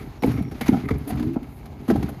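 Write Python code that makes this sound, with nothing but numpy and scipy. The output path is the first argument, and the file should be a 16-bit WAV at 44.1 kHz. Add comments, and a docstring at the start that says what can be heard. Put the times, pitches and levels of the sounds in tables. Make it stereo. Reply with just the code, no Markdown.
"""Empty cardboard boxes, close to a two-port microphone, are set down, nudged, dragged and stacked
on the hard floor of a factory hall. Hollow panels thump as swelling, dying tones; paper skin scuffs in bursts
of grit; rubbing shudders by stick-slip jolts. A dragged panel groans and a loose flap buzzes.
In the distance machinery rumbles as shaped noise under a thin whistle; delay loops give the hall's short wash."""
import sys
import numpy as np
from scipy import signal
from scipy.fft import rfft, irfft
from scipy.io import wavfile

SR = 44100
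rng = np.random.default_rng(int(sys.argv[2]) if len(sys.argv) > 2 else 0)


def unload_wav(signal):
    """Save mono or channel-first audio to the path in sys.argv[1] as 16-bit WAV at rate SR, clipped to [-1, 1]."""
    wavfile.write(
        sys.argv[1],
        SR,
        np.round(np.clip(np.atleast_2d(signal).T, -1, 1) * 32767).astype(np.int16),
    )


N = 97020

# Distant machinery spectrum: (frequency [Hz], level [dB per Hz])
MACHINES = [(15, -31), (25, 18.5), (306, -6), (369, -1), (471, -11.5), (724, -8), (807, -5.5), (1460, -27),
            (1620, -15), (1960, -42), (2640, -25), (12900, -43), (14000, -30), (14700, -47)]
MACHINES_DB, MACHINES_WAVER_DB = -38.5, 1.5
# Faint thin whistle: (time [s], level [dB])
WHISTLE = [(.17, -85), (.21, -63), (.54, -65), (.61, -85)]
WHISTLE_HZ, WHISTLE_WIDTH_HZ = 5580, 70
HALL_T60_S, HALL_DB, WALL_CUT_HZ = 0.46, -16.5, 3200

# Left-right likeness of spread noise: (frequency [Hz], correlation [-1 to 1])
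LIKENESS = [(50, 1), (250, 0.6), (500, 0.09), (1000, 0.23), (4000, 0.3), (8000, 0.75), (12000, 0.82)]
# Paper rasp spectrum: (frequency [Hz], level [dB per Hz])
PAPER = [(530, 5), (900, 1), (1470, -0.5), (2100, -3), (3000, -7.5), (3930, -10), (5260, -13),
         (6000, -16.5), (8500, -23.5), (11000, -30), (18700, -120)]
# Top hiss spectrum: (frequency [Hz], level [dB per Hz])
HISS = [(4710, -43), (8000, -8), (10800, -4), (11700, -3), (12800, -5), (13900, -7), (14600, -20),
        (15600, -28)]
# Panel modes: (frequency [Hz], level [dB], decay by 60 dB [s])
PANEL = [(71, -7, 0.33), (132.7, 2, 0.11), (149, 2, 0.11), (205, 4, 0.03), (240.7, 0.5, 0.097),
         (286.8, -3.5, 0.095), (345, -9, 0.11), (410.7, -8.5, 0.092)]
# Stiff small modes of flaps and edges: (frequency [Hz], level [dB], decay by 60 dB [s])
EDGE = [(481.5, 2, 0.014), (680, -2, 0.022), (800, 3, 0.03), (1015, -5, 0.02), (1310, 0, 0.03),
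        (1600, -1, 0.012), (2200, 10, 0.01)]

# Boxes rubbing: (time [s], panel shudder [dB], edge buzz [dB], paper rasp [dB], top hiss [dB])
RUB = [(0.0, -35, -43, -46.5, -57), (0.09, -39.5, -70.5, -50.5, -65.5), (0.2, -46, -75, -55.5, -71),
       (0.28, -24, -61, -39.5, -53), (0.37, -29.5, -44, -45, -56), (0.45, -35, -52, -55, -71),
       (0.65, -34, -81, -44, -55), (0.78, -31.5, -51, -43.5, -58), (0.91, -27.5, -45.5, -57.5, -69),
       (1.09, -40.5, -84, -46.5, -62.5), (1.27, -29.5, -57.5, -47.5, -62), (1.39, -41.5, -54.5, -62, -81),
       (1.47, -37, -57.5, -55.5, -66), (1.58, -45.5, -57.5, -55.5, -58.5), (1.68, -43.5, -56, -74, -82),
       (1.89, -36.5, -68, -44.5, -60.5), (2.05, -29, -70, -47, -60.5), (2.2, -44, -54, -51, -68)]
SLIPS_PER_S = 270
RASP_GRAINS_PER_S, RASP_SPREAD_DB, RASP_PATCHY_DB = 3500, 2.5, 2.5
# Groan of a dragged panel: (time [s], pitch [Hz], level [dB])
GROAN = [(1.1, 280, -31), (1.17, 290.5, -30.5), (1.25, 303.3, -24.5), (1.33, 332, -29.5), (1.36, 305, -35)]
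GROAN_LOWER, GROAN_WOBBLE_DB = 0.8, 1  # second tone as a share of the pitch
# Loose flap buzzing: (time [s], level [dB])
FLAP = [(0.55, -64), (0.608, -56), (0.616, -35), (0.624, -42), (0.64, -41), (0.652, -50), (0.685, -40),
        (0.72, -54), (0.832, -67), (0.892, -58), (0.97, -56), (1.05, -70)]
FLAP_HZ, FLAP_WIDTH_HZ = 2160, 200

# Paper skin scuffs: (time [s], level before SCUFF_CREST_DB [dB], length [s], relative edge ring [dB],
# edge pitch [Hz], relative top hiss [dB], left over right [dB])
SCUFFS = [(0.2217, -22.5, 0.0025, -7, 663, -22, 1.5), (0.2308, -23.5, 0.015, 10, 616, -24.5, 2),
          (0.259, -36.5, 0.0036, -30.5, 786, -5, -3), (0.3128, -29.5, 0.0071, -26, 700, -22, 7),
          (0.372, -35.5, 0.027, -4, 1300, -39, 5), (0.421, -37.5, 0.0051, -2, 724, -15.5, 3),
          (0.511, -34.5, 0.012, -5, 496, -23, 4), (0.6095, -12, 0.00078, -37, 2020, -22, 3.5),
          (0.658, -26, 0.02, -29, 1310, -22, -2), (0.681, -19.5, 0.0041, -28, 820, -23.5, 6),
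          (0.723, -34, 0.0034, 10.5, 501, -45, 10), (0.732, -31.5, 0.013, 8.5, 940, -29, 5),
          (0.767, -37.5, 0.003, 3, 700, -29, 9), (0.854, -37.5, 0.002, 0, 1930, -18, 1),
          (0.884, -26, 0.0077, -2, 1350, -23, 2), (0.904, -27, 0.0098, -7, 2080, -29, 3),
          (0.937, -36, 0.005, -14, 2200, -35, 5), (0.957, -50, 0.0025, -6, 2300, -34, 3),
          (0.9794, -46, 0.0037, -9, 640, -4, 0), (1.0734, -32.5, 0.027, 0.5, 570, -9.5, -1),
          (1.1026, -26, 0.0074, -3, 736, -23, 0), (1.153, -40, 0.0048, 8, 810, -16, 4),
          (1.195, -23.5, 0.0028, -12, 810, -27, 1), (1.225, -28, 0.0027, -4, 770, -24.5, 2),
          (1.33, -40, 0.016, -21, 496, -21, -1.5), (1.359, -40.5, 0.0012, 17.5, 770, -33, 7),
          (1.428, -37, 0.0036, -4, 1030, -21, 1.5), (1.655, -34, 0.0061, -9, 692, -20, 1),
          (1.8787, -28.5, 0.026, 0, 877, -20.5, 1), (1.9002, -23.5, 0.015, 1.5, 840, -26.5, -1),
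          (1.956, -26.5, 0.0021, 8, 746, -18.5, 0.5), (2.0255, -24.5, 0.0063, -20, 833, -24, -0.5),
          (2.087, -32, 0.0081, 2.5, 730, -14.5, 1)]
GRAINS_PER_S = 4000
SCUFF_RISE_S, SCUFF_TAIL_S, SCUFF_CREST_DB = 0.0035, 0.006, -9
LINGER_DB, LINGER_S = -14, 0.029  # a fainter rustle follows each scuff
EDGE_REACH_OCT, EDGE_LUCK_DB = 0.85, 4  # each scuff strikes the edge modes differently

# Panels thump and edges knock: (time [s], peak level [dB], pitch of the part hit [Hz], decay by 60 dB [s])
THUDS = [(.227, -16.5, 249, 0.095), (.234, -15, 665, 0.028), (0.236, -18.5, 2240, 0.016),
         (0.241, -25.5, 61.6, 0.095), (.241, -28, 600, 0.026), (.242, -9, 255, 0.097),
         (.240, -18, 490, 0.063), (0.257, -13.5, 262.6, 0.21), (0.271, -32.5, 1500, 0.043),
         (0.273, -20, 291, 0.15), (.285, -13, 253, 0.11), (0.294, -19, 144, 0.082),
         (0.323, -48, 2930, 0.02), (0.333, -21.5, 116, 0.17), (.381, -18.5, 269, 0.11),
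         (.404, -33, 692, 0.04), (0.408, -12, 187, 0.049), (0.442, -25, 119, 0.015),
         (0.611, -24, 470, 0.046), (0.612, -23, 207, 0.074), (0.621, -19.5, 242, 0.04),
         (.682, -23, 5950, 0.013), (0.6893, -2, 259.7, 0.08), (0.611, -32, 1284, 0.035),
         (0.691, -23.5, 850, 0.027), (0.708, -20, 230, 0.043), (.718, -11.5, 281, 0.031),
         (0.726, -7.5, 193.3, 0.057), (.742, -15, 252, 0.072), (0.753, -13, 231, 0.042),
         (0.775, -16.5, 237, 0.042), (0.836, -23.5, 269.5, 0.18), (.888, -19, 1830, 0.016),
         (0.907, -36, 1440, .015), (.909, -17.5, 436, 0.08), (0.911, -10.5, 270, 0.014),
         (0.917, -10.5, 135, 0.073), (0.9209, -9.5, 181, 0.033), (0.924, -17.5, 73, 0.058),
         (0.944, -26, 130, 0.022), (1.073, -22.5, 285, 0.13), (1.103, -30, 738, 0.12),
         (1.122, -16, 202, 0.017), (1.127, -27.5, 69.5, 0.27), (1.14, -21, 134, 0.24),
         (1.205, -17, 226, 0.029), (1.26, -23, 245.6, 0.19), (1.264, -19, 133, 0.12),
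         (1.360, -29, 697, 0.043), (1.364, -10.5, 255.5, 0.048), (1.419, -26, 252, 0.087),
         (1.886, -11, 246.5, 0.28), (1.89, -22.5, 104, 0.11), (1.9, -9, 331, 0.065),
         (1.901, -13, 1620, 0.021), (1.903, -26, 792, 0.043), (1.909, -10.5, 369, 0.035),
         (1.92, -9, 207.4, 0.12), (1.942, -25, 61, 0.21), (1.951, -14, 292, 0.071),
         (1.973, -17, 112, 0.055), (1.984, -14.5, 200, 0.064), (2.030, -17, 270, 0.022),
         (2.04, -14, 196, 0.055), (2.086, -28.5, 1520, 0.022), (2.168, -29, 152, 0.044)]
RISE_CYCLES, REACH_OCT, NEIGHBOURS_DB = 0.57, 0.47, -9  # a thump swells; nearby modes join in
PANEL_LUCK_DB = 3.5  # each thump strikes the panel modes differently

# Microphone ports: (frequency [Hz], phase by which left leads [rad])
PORTS = [(0, 0), (1290, .6), (2150, 6.5), (3360, 9.6), (4050, 12.5), (5860, 16.3), (6290, 18.6),
         (6720, 18.4), (7670, 15.7), (8870, 15.5), (10500, 13.2), (13400, 11.5), (15300, 11)]
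LOW_CUT_HZ, CUTOFF_HZ = 44, 15850


def from_db(db):
    """Amplitude ratio of a level in dB."""
    return 10 ** (np.asarray(db) / 20)


def rms_one(x):
    """Scale to an rms of 1."""
    return x / np.sqrt(np.mean(x ** 2) + 1e-20)


def in_time(rows):
    """Draw straight lines between timed rows, one curve per column."""
    s, *columns = np.transpose(rows)
    return [np.interp(np.arange(N) / SR, s, column) for column in columns]


def at_hz(points, hz):
    """Read a curve along a logarithmic frequency axis."""
    known_hz, values = np.array(points).T
    return np.interp(np.log(hz), np.log(known_hz), values)


def drift(rate_hz):
    """Slow random wander of spread 1: noise through two equal low-pass poles, one point per 40 samples."""
    pole = np.exp(-80 * np.pi * rate_hz / SR)
    noise = rng.standard_normal(N // 40 + 2002)
    slow = signal.lfilter([1], [1, -2 * pole, pole * pole], noise)[2000:]  # drop the settling
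    return np.interp(np.arange(N) / 40, np.arange(len(slow)), rms_one(slow))


def ring(x, modes):
    """Drive parallel decaying resonances with alternating signs."""
    out = 0
    for k, (hz, db, t60) in enumerate(modes):
        radius, angle = from_db(-60 / (t60 * SR)), 2 * np.pi * hz / SR
        poles = [1, -2 * radius * np.cos(angle), radius * radius]
        tone = signal.lfilter([0, np.sin(angle)], poles, np.add(x, 1e-18))
        out = out + (-1) ** k * from_db(db) * tone
    return out


def grains(per_s, spread_db):
    """Random signed clicks of uneven size, rms 1."""
    size = from_db(spread_db * np.minimum(rng.exponential(1, N), 4)) * rng.choice([-1, 1], N)
    return rms_one(size * (rng.random(N) < per_s / SR))


def colour(x, spectrum):
    """Shape by a spectrum and spread left and right by likeness; rms 1."""
    hz = np.maximum(np.arange(N // 2 + 1) * SR / N, 1)
    lowest_hz = spectrum[0][0]
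    low_cut = (hz > lowest_hz / 2) / (1 + (lowest_hz / hz) ** 8)
    gain = from_db(at_hz(spectrum, hz)) * low_cut
    alike = np.clip(at_hz(LIKENESS, hz), -1, 1)
    mid = rfft(x[0]) * gain * np.sqrt(1 + alike)
    side = rfft(x[1]) * gain * np.sqrt(1 - alike)
    return rms_one(irfft([mid + side, mid - side], N))


def narrow(curve, hz, width_hz):
    """Noise in one narrow resonance, sounding only along its curve."""
    db, = in_time(curve)
    t = np.arange(N) / SR
    t60 = np.log(1000) / np.pi / width_hz  # a narrower resonance rings longer
    tone = rms_one(ring(rng.standard_normal(N), [(hz, 0, t60)]))
    return from_db(db) * (t > curve[0][0]) * (t < curve[-1][0]) * tone


def machines():
    """Distant machinery: a broad noise rumble whose level wavers slightly."""
    level = from_db(MACHINES_DB + MACHINES_WAVER_DB * drift(9))
    return level * colour(rng.standard_normal((2, N)), MACHINES)


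def whistle():
    """Thin narrow-band noise, opposite signs left and right before the ports' phase offset."""
    return narrow(WHISTLE, WHISTLE_HZ, WHISTLE_WIDTH_HZ) * [[1], [-1]]


def hall(x):
    """Six feedback delays a side, duller on every round."""
    out, dull = np.zeros((2, N)), np.exp(-2 * np.pi * WALL_CUT_HZ / SR)
    lags = (rng.uniform(0.015, 0.05, 12) * SR).astype(int)
    for k, lag in enumerate(lags):
        loop, gain, state = x.copy(), from_db(-60 * lag / SR / HALL_T60_S), [0.]
        for i in range(lag, N, lag):
            back, state = signal.lfilter([gain * (1 - dull)], [1, -dull], loop[i - lag:i], zi=state)
            loop[i:i + lag] += back[:N - i]
        out[k % 2] += (loop - x) * (-1) ** (k // 2)  # returns only
    return out


def rubbing():
    """Stick-slip jolts shake the panels and edges; fine grains rasp on the paper under noise hiss."""
    shudder_db, buzz_db, rasp_db, hiss_db = in_time(RUB)
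    slips = grains(SLIPS_PER_S, 0.9)
    shudder = from_db(shudder_db + 2.5 * drift(68)) * rms_one(ring(slips, PANEL))
    edge_slips = [slips, grains(SLIPS_PER_S, 5.3)]  # left, right
    buzz = from_db(buzz_db + 1.2 * drift(28)) * rms_one(ring(edge_slips, EDGE))
    grit = [grains(RASP_GRAINS_PER_S, RASP_SPREAD_DB) for _ in range(2)]
    rasp = from_db(rasp_db + RASP_PATCHY_DB * drift(18.4)) * colour(grit, PAPER)
    hiss = from_db(hiss_db + 0.5 * drift(34)) * colour(rng.standard_normal((2, N)), HISS)
    return shudder + buzz + rasp + hiss


def groan():
    """Two wavering panel tones that climb as the dragged box tightens, then sink at the end."""
    hz, db = in_time(GROAN)
    t, out = np.arange(N) / SR, 0
    for share in (1, GROAN_LOWER):
        wavering_hz = share * hz * (1 + 0.0318 * drift(27))
        phase = 2 * np.pi * np.cumsum(wavering_hz) / SR
        out = out + from_db(db + GROAN_WOBBLE_DB * drift(38)) * np.sin(phase)
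    return out * (t > GROAN[0][0]) * (t < GROAN[-1][0])


def loose_flap():
    """A loose flap's buzz: noise through one resonance."""
    return narrow(FLAP, FLAP_HZ, FLAP_WIDTH_HZ)


def scuffs():
    """Bursts of grit: rasp, top hiss and the ring of the nearest edge modes, each with rise, hold and tail."""
    t = np.arange(N) / SR
    rasp, hiss, edge = np.zeros((2, N)), np.zeros((2, N)), np.zeros((len(EDGE), 2, N))
    mode_hz = np.array(EDGE)[:, :1, None]
    lucks_db = rng.normal(0, EDGE_LUCK_DB, (len(SCUFFS), len(EDGE), 1, 1))
    for (s, db, length, ring_db, edge_hz, top_db, pan_db), luck_db in zip(SCUFFS, lucks_db):
        span = slice(int(s * SR), int((s + 0.15) * SR))
        age = t[span] - s
        rise = np.clip(age / SCUFF_RISE_S, 0, 1)
        tail = np.exp(-np.maximum(age - length, 0) / SCUFF_TAIL_S)
        rustle = from_db(LINGER_DB) * np.exp(-age / LINGER_S)
        pan = np.array([[0.5], [-0.5]]) * pan_db
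        shape = rise * (tail + rustle) * from_db(db + SCUFF_CREST_DB + pan)
        rasp[:, span] += shape
        hiss[:, span] += shape * from_db(top_db + 9)
        distance = np.log2(mode_hz / edge_hz) / EDGE_REACH_OCT
        edge[:, :, span] += shape * from_db(ring_db + luck_db + 4.5 - 10 * distance ** 2)
    grit = grains(GRAINS_PER_S, 0.58)
    rings = sum(ring(drive * grit, [mode]) for drive, mode in zip(edge, EDGE))
    rings = rings / np.std(ring(grit, EDGE))
    paper = rasp * colour([grit, grains(GRAINS_PER_S, 0.7)], PAPER)
    return paper + hiss * colour(rng.standard_normal((2, N)), HISS) + rings


def thuds():
    """The part hit swells and dies at its own pitch; panel modes near it ring along, each with its own strength."""
    out, t = np.zeros(N + SR), np.arange(SR // 4) / SR
    hz, db, t60 = np.transpose(PANEL)[:, :, None]
    lucks_db = rng.normal(0, PANEL_LUCK_DB, (len(THUDS), len(PANEL), 1))
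    for (s, level_db, pitch_hz, ring_s), luck_db in zip(THUDS, lucks_db):
        swell = 1 - np.exp(-(t * pitch_hz / RISE_CYCLES) ** 2)
        main = from_db(-60 * t / ring_s) * np.sin(2 * np.pi * pitch_hz * t)
        distance = np.log2(hz / pitch_hz) / REACH_OCT
        near = from_db(NEIGHBOURS_DB + db + luck_db - 10 * distance ** 2 - 60 * t / t60)
        body = swell * (main + (near * np.sin(2 * np.pi * hz * t)).sum(0))
        start = int(s * SR)
        out[start:start + len(t)] += from_db(level_db) * body / np.abs(body).max()
    return out[:N]


def scene():
    """Boxes close by, hall wash favouring scuffs and flap over thumps and groan, machines in the distance."""
    far = machines() + whistle()
    skin = scuffs() + loose_flap()
    body = thuds() + groan()
    wash = from_db(HALL_DB) * hall(skin.mean(0) + 0.53 * body)
    return far + wash + rubbing() + skin + body


def record(dry):
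    """Two microphone ports with a phase offset; bass and top are cut."""
    long = np.pad(dry, [(0, 0), (2048, 2048)], "reflect")
    size = long.shape[1]
    lead = np.interp(np.arange(size // 2 + 1) * SR / size, *np.transpose(PORTS))
    turn = np.exp(0.5j * lead * [[1], [-1]])  # half the lead to each port
    wet = irfft(rfft(long) * turn, size)
    wet = signal.sosfilt(signal.butter(6, LOW_CUT_HZ, "high", fs=SR, output="sos"), wet)
    wet = signal.sosfilt(signal.cheby2(20, 70, CUTOFF_HZ, fs=SR, output="sos"), wet)
    return wet[:, 2048:-2048]


dry = scene()
out = record(dry)
unload_wav(out)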